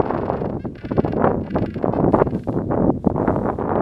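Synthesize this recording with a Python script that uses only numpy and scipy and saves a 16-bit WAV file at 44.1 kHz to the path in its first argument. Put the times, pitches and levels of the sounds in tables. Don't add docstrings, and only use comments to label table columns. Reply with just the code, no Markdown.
import sys
import numpy as np
from scipy import signal
from scipy.fft import rfft, irfft
from scipy.io import wavfile
from scipy.ndimage import uniform_filter1d

SR = 44100
rng = np.random.default_rng(int(sys.argv[2]) if len(sys.argv) > 2 else 0)


def rack_gain(trim_db):
    fader = np.asarray(trim_db, float)
    return 10 ** (fader / 20)


def generate_wav(signal):
    frames = np.transpose(np.atleast_2d(signal))
    scaled = np.clip(frames, -1, 1) * 32767
    pcm = np.round(scaled).astype(np.int16)
    wavfile.write(sys.argv[1], SR, pcm)


N = 168021
T = np.arange(N) / SR

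# f/Hz, density/dB
HISS_SPECTRUM = [(500, 1.5), (1500, -8), (3000, -16), (6000, -21), (11000, -26.5), (16000, -49.5)]
HISS_DB = -64

# t/s, level/dB
RUSTLE_SWELLS = [(1.88, -94.5), (2.102, -74.5), (2.134, -59), (2.246, -73.5), (2.31, -74), (2.352, -63),
                 (2.566, -67), (2.608, -77), (2.896, -76.5), (2.932, -88), (3.034, -68.5), (3.108, -72.5),
                 (3.15, -88.5), (3.188, -69.5), (3.342, -66), (3.598, -70), (3.678, -100), (3.79, -98)]
# f/Hz, density/dB
RUSTLE_SPECTRUM = [(2000, -7.5), (3500, 9.5), (5000, 4), (7500, 3), (11000, 1), (13500, -7), (16000, -19)]

# t/s, relative strength/dB,
# sharpness/dB (lift of the eddies at SHARP_HZ over those at PIVOT_HZ)
GUSTS = [
    [(0.0, -14, -3.5), (0.03, -30.5, -0.5), (0.09, -29.5, 7.5), (0.264, -29.5, -4.5), (0.296, -27, 1),
     (0.576, -28, -9.5), (0.628, -44.5, -34), (0.656, -20, -5.5), (0.676, -27.5, -45.5), (0.83, -52.5, 1),
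     (0.852, -15.5, -20.5), (0.888, -45, -49), (0.914, -23.5, 1), (0.946, -28.5, -36), (0.994, -12, -6.5),
     (1.02, -39.5, -22), (1.052, -16.5, -26), (1.068, -26, 4), (1.1, -23, -25.5), (1.254, -23.5, 9.5),
     (1.422, -24, -22), (1.48, -38.5, 2), (1.518, -25.5, -57), (1.56, -21.5, 1), (1.614, -22.5, -26.5),
     (1.65, -18, -5.5), (1.682, -27.5, -58), (1.74, -40, -26), (1.772, -24, -16.5), (1.824, -34, 3),
     (1.862, -28, 0.5), (1.9, -17.5, -15)],
    [(1.91, -27, 0.5), (2.088, -14.5, -12), (2.116, -24.5, -15), (2.142, -9.5, -6.5), (2.164, -27, -0.5),
     (2.222, -16.5, 3), (2.248, -31.5, -34), (2.264, -17.5, -10.5), (2.3, -29.5, -19.5),
     (2.358, -21, -18.5), (2.396, -30.5, -28), (2.464, -42, -43), (2.486, -17, 1.5), (2.512, -22.5, -30.5),
     (2.598, -22, -3.5), (2.628, -28.5, -20), (2.666, -23.5, -36), (2.734, -20.5, 3), (2.798, -20.5, -11),
     (2.898, -13, -15.5), (2.915, -21, -39), (3.04, -40, -29.5), (3.074, -4.5, -10), (3.088, -39.5, -35),
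     (3.104, -23, -13.5), (3.135, -29, -20.5), (3.174, -22, -3), (3.27, -29.5, -0.5), (3.28, -19.5, -2.5),
     (3.39, -24.5, -12.5), (3.47, -23.5, 0), (3.544, -29.5, -3), (3.57, -40.5, -2.5), (3.586, -33, -0.5),
     (3.81, -21.5, 2.5)],
]
# f/Hz, relative level/dB
EDDY_SIZES = [(90, -17.5), (160, -4), (260, 1.5), (420, 5), (700, 3), (1100, -5), (1650, -22.5),
              (2400, -39)]
# t/s, peak level of the main puff/dB, f/Hz
HARD_POPS = [(0.3009, 1, 517), (0.4198, -9, 380.0), (0.6576, -15.5, 430.0), (0.9948, -3, 363),
             (1.0486, -4.5, 414), (1.1351, -6.5, 400), (1.2468, -8.5, 577), (1.275, -14, 555),
             (1.2969, -8, 336), (1.8432, 1.5, 361), (1.8588, -5, 590.0), (1.8821, -5, 585),
             (1.9365, -4, 550.0), (1.9895, -2, 400.0), (2.0029, -5, 610), (2.08, 0, 392),
             (2.1459, -5.5, 440.0), (2.1876, -2.5, 590.0), (2.22, 3.5, 485), (2.475, -11.5, 400),
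             (2.4862, -10.5, 466), (2.543, -12, 450), (2.734, -10, 465), (2.7771, -6, 533),
             (2.8791, -14, 352), (2.903, -1, 500), (2.977, -18.5, 324), (3.046, -9.5, 463),
             (3.0754, -1.5, 450), (3.101, -7, 514), (3.181, -7, 613), (3.2493, -6.5, 445),
             (3.2771, -5.5, 944), (3.306, -4, 615), (3.362, -4.5, 620), (3.4999, -3.5, 650),
             (3.5881, -14, 465), (3.6123, -7.5, 600), (3.6247, -12, 750), (3.694, -6.5, 750),
             (3.7202, -5, 480.0), (3.7554, -4, 620)]
# t/s, peak level/dB
POP_TICKS = [(3.282, -36), (3.362, -40.5), (3.5004, -36), (3.6, -40), (3.694, -44), (3.7564, -31)]
# f/Hz, density/dB
RUMBLE_SPECTRUM = [(18, -20.5), (102, -5.5), (200, -10), (260, -8), (440, -120)]
EDDIES_PER_S, EDDY_SIZE_DB, EDDY_COLOUR_DB = 900, 3, 5
EDDY_WIDTH, POP_WIDTH, TICK_WIDTH = 0.37, 0.25, 0.43
TICK_HZ = 2600
PUSH_SHARE = 0.7
CLUMP_DB, CLUMP_HZ = 1.3, 40
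PIVOT_HZ, SHARP_HZ = 262, 885
CRACKLE = 1
RUMBLE_DB, RUMBLE_FOLLOWS, RUMBLE_SMOOTH_S = -30.5, 0.51, 0.014

# t/s, relative level/dB
BRAY_THROBS = [(0.013, -43.5), (0.054, -47), (0.074, -45), (0.0925, -43), (0.1124, -51), (0.1404, -47),
               (0.174, -43), (0.2105, -45.5), (0.2544, -44.5), (0.291, -44), (0.33, -46), (0.365, -44),
               (0.4075, -43), (0.4517, -44.5), (0.4927, -47), (0.665, -56.5), (0.7523, -47), (0.7812, -39),
               (0.809, -42), (0.849, -40), (0.8849, -41.5), (0.9223, -39.5), (0.966, -41), (0.998, -41),
               (1.04, -37.5), (1.077, -39), (1.121, -39.5), (1.1642, -45.5), (1.41, -50.5), (1.435, -46.5),
               (1.4623, -42.5), (1.5043, -39), (1.542, -40), (1.5827, -38.5), (1.62, -37.5),
               (1.6596, -36.5), (1.7017, -43), (1.742, -38), (1.7794, -41), (1.825, -41.5), (2.0006, -48),
               (2.0864, -50), (2.1218, -41), (2.1848, -45.5), (2.225, -46), (2.266, -47), (2.308, -41),
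               (2.346, -42), (2.3923, -45), (2.4356, -44.5), (2.4812, -49.5), (2.5264, -47.5)]
# start t/s, end t/s, held f/Hz, final f/Hz, level before the throat/dB
BRAY_DRONES = [(-.1, 0.466, 371, 343, -60.5), (0.737, 1.17, 290.3, 267.3, -58),
               (1.408, 1.83, 285.4, 258.3, -60), (2.106, 2.43, 271, 240.3, -66.5)]
# start t/s, end t/s, first f/Hz, f that the rise aims at/Hz, level before the throat/dB
BREATH_WHOOPS = [(0.592, 0.648, 520, 547, -61), (1.236, 1.308, 521, 540, -63),
                 (1.923, 1.98, 499, 530.5, -56.5)]
# f/Hz, width/Hz, relative level/dB
THROAT_RESONANCES = [(1110, 170, -8), (1523, 182, 6.5), (2170, 625, -1), (2780, 234, 0.5),
                     (3510, 400, -10.5), (4220, 530, -12), (5460, 740, -18), (7200, 620, -25.5),
                     (10600, 4000, -31)]
THROAT_VALLEYS_HZ = np.array([3900, 6200])
# t/s, treble level/dB
BEAK_OPENING = [(0.2, -3), (.3, 1.5), (.99, -7.5), (1.07, 4), (1.2, -9.5), (1.54, -2), (1.66, 2),
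                (1.85, 2.5)]
# delay t/s, level/dB
ROCK_ECHOES = [(0.02, -23), (0.044, -12.5)]
BEAK_HZ = 6400
THROB_HZ, THROB_DB = 411.2, -10
THROB_SAG_PER_S = 5.3
THROB_LEAD_S, THROB_HOLD_S, THROB_FALL_S = 0.0036, 0.0092, 0.004
HOLD_LOSS_PER_S = 0.0033
THROB_ROUGH, DRONE_ROUGH, WHOOP_ROUGH = 0.45, 0.13, 0.12
DRONE_FADE_S, DRONE_CUT_HZ = 0.068, 3200
WHOOP_FADE_S, WHOOP_DROP_S, WHOOP_DROP_HZ = 0.0045, 0.01, 70


def rms_one(x):
    return x / np.sqrt(np.mean(x ** 2) + 1e-20)


def in_time(rows):
    s, *columns = np.transpose(rows)
    return [np.interp(T, s, c) for c in columns]


def coloured_noise(spectrum):
    hz, db = np.transpose(spectrum)
    log_hz = np.log(np.arange(N // 2 + 1) * SR / N + 1e-3)
    gain = rack_gain(np.interp(log_hz, np.log(hz), db, left=-90, right=-90))
    return rms_one(irfft(rfft(rng.standard_normal(N)) * gain, N))


def drift(hz):
    r = np.exp(-2 * np.pi * hz / SR)
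    noise = rng.standard_normal(N + SR)
    return rms_one(signal.lfilter([1], [1, -2 * r, r * r], noise)[SR:])


def fade(start, end, fade_s):
    return np.clip(np.minimum(T - start, end - T) / fade_s, 0, 1)


def far_hiss():
    return rack_gain(HISS_DB) * coloured_noise(HISS_SPECTRUM)


def rustle():
    level_db, = in_time(RUSTLE_SWELLS)
    return rack_gain(level_db + 0.5 * drift(80)) * coloured_noise(RUSTLE_SPECTRUM)


def puff(hz, width):
    cycles = np.arange(-2 * SR // hz, 2 * SR // hz + 1) * hz / SR
    bell = np.exp(-0.5 * (cycles / width) ** 2)
    shape = bell * np.cos(2 * np.pi * cycles)
    return shape - bell * shape.sum() / bell.sum()


def rumble(strength_db):
    slow_db = uniform_filter1d(strength_db, int(RUMBLE_SMOOTH_S * SR))
    level_db = RUMBLE_DB + RUMBLE_FOLLOWS * (slow_db - slow_db.mean())
    return rack_gain(level_db) * coloured_noise(RUMBLE_SPECTRUM)


def eddies(strength_db, sharp_db):
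    size_db = EDDY_SIZE_DB * np.minimum(rng.exponential(1, N), 3) + CLUMP_DB * drift(CLUMP_HZ)
    arrives = rng.random(N) < EDDIES_PER_S / SR
    direction = np.where(rng.random(N) < PUSH_SHARE, 1, -1)
    hits = rms_one(rack_gain(size_db) * arrives * direction)
    out = np.zeros(N)
    for hz, db in EDDY_SIZES:
        tilt = sharp_db * np.clip(np.log(hz / PIVOT_HZ) / np.log(SHARP_HZ / PIVOT_HZ), 0, 1.25)
        colour_db = EDDY_COLOUR_DB * np.clip(rng.standard_normal(N), -2, 2)
        extra_power = CRACKLE * max(np.log2(hz / PIVOT_HZ), 0) / 2
        train = rms_one(hits * np.abs(hits) ** extra_power)
        train = train * rack_gain(strength_db + db + tilt - 9.5 + colour_db)
        shape = puff(hz, EDDY_WIDTH)
        out += signal.oaconvolve(train, shape / np.sqrt(np.sum(shape ** 2)), "same")
    return out


def hard_pops():
    out = np.zeros(N)
    for s, db, hz in HARD_POPS:
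        main = puff(hz, POP_WIDTH)
        centre = np.zeros(len(main))
        centre[len(main) // 2] = 1
        shape = main + 0.073 * np.convolve(centre, puff(2.46 * hz, POP_WIDTH), "same")
        start = int(s * SR) - len(shape) // 2
        out[start:start + len(shape)] += rack_gain(db) * shape
    return out


def pop_ticks():
    at, tick_db = np.transpose(POP_TICKS)
    ticks = np.zeros(N)
    ticks[(at * SR).astype(int)] = rack_gain(tick_db)
    return signal.oaconvolve(ticks, puff(TICK_HZ, TICK_WIDTH), "same")


def wind():
    strength_db, sharp_db = in_time(np.concatenate(GUSTS))
    return rumble(strength_db) + eddies(strength_db, sharp_db) + hard_pops() + pop_ticks()


def pulses(hz, rough, phase=None):
    if phase is None:
        phase = np.cumsum(hz * (1 + 0.04 * rough * drift(60))) / SR
    samples_off = np.abs((phase + 0.5) % 1 - 0.5) * SR / hz
    click = np.maximum(1 - samples_off / 1.5, 0)
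    breath = 2 * rough * rng.standard_normal(N) * np.exp(-4.0 * (phase % 1))
    return click * rack_gain(8 * rough * drift(200)) * np.sqrt(SR / hz) + breath


def throbs():
    starts, levels_db = np.transpose(BRAY_THROBS)
    which = np.clip(np.searchsorted(starts - THROB_LEAD_S, T) - 1, 0, None)
    since = T - starts[which]
    hold_s = THROB_HOLD_S - HOLD_LOSS_PER_S * starts[which]
    rise = np.clip(since / THROB_LEAD_S + 1, 0, 1) ** 2
    fall = np.exp(-np.clip(since - hold_s, 0, None) / THROB_FALL_S)
    pitch = THROB_HZ * (1 + 0.04 * rng.standard_normal(len(starts)))[which]
    cycles = pitch * since * (1 - THROB_SAG_PER_S * np.clip(since, 0, 0.03)) - 0.3
    return rack_gain(levels_db[which] + THROB_DB) * rise * fall * pulses(pitch, THROB_ROUGH, cycles)


def drones():
    out = 0
    for start, end, held_hz, last_hz, db in BRAY_DRONES:
        u = np.clip((T - start) / (end - start), 0, 1)
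        pitch = held_hz + (last_hz - held_hz) * u ** 4.0
        out = out + rack_gain(db) * fade(start, end, DRONE_FADE_S) * pulses(pitch, DRONE_ROUGH)
    return signal.lfilter(*signal.butter(2, DRONE_CUT_HZ, fs=SR), out)


def whoops():
    out = np.zeros(N)
    for start, end, first_hz, top_hz, db in BREATH_WHOOPS:
        rise = np.clip((T - start) / (end - start), 0, 1) ** 0.61
        drop = np.clip(1 - (end - T) / WHOOP_DROP_S, 0, 1)
        pitch = first_hz + (top_hz - first_hz) * rise - WHOOP_DROP_HZ * drop
        out += rack_gain(db) * fade(start, end, WHOOP_FADE_S) * pulses(pitch, WHOOP_ROUGH)
    return out


def throat(x):
    out = 0
    beak_db, = in_time(BEAK_OPENING)
    for k, (hz, width_hz, db) in enumerate(THROAT_RESONANCES):
        r = np.exp(-np.pi * width_hz / SR)
        poles = [1, -2 * r * np.cos(2 * np.pi * hz / SR), r * r]
        band = signal.lfilter([(1 - r * r) / 2, 0, (r * r - 1) / 2], poles, x)
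        sign = (-1) ** (k + np.sum(hz > THROAT_VALLEYS_HZ))
        out = out + sign * rack_gain(db + beak_db * (hz > BEAK_HZ)) * band
    return out * rack_gain(15)


def penguin():
    source = throbs() + drones() + whoops()
    voice = throat(source + 1e-18)
    echoes = sum(rack_gain(db) * np.interp(T - s, T, voice, left=0) for s, db in ROCK_ECHOES)
    return voice + echoes


def scene():
    return (far_hiss() + rustle() + wind() + penguin())[None]


def band_limit(x):
    return signal.sosfilt(signal.butter(12, 15700, fs=SR, output="sos"), x)


def record(dry):
    rounded = np.tanh(dry / 1.02) * 1.02
    return band_limit(rounded)


dry = scene()
out = record(dry)
generate_wav(out)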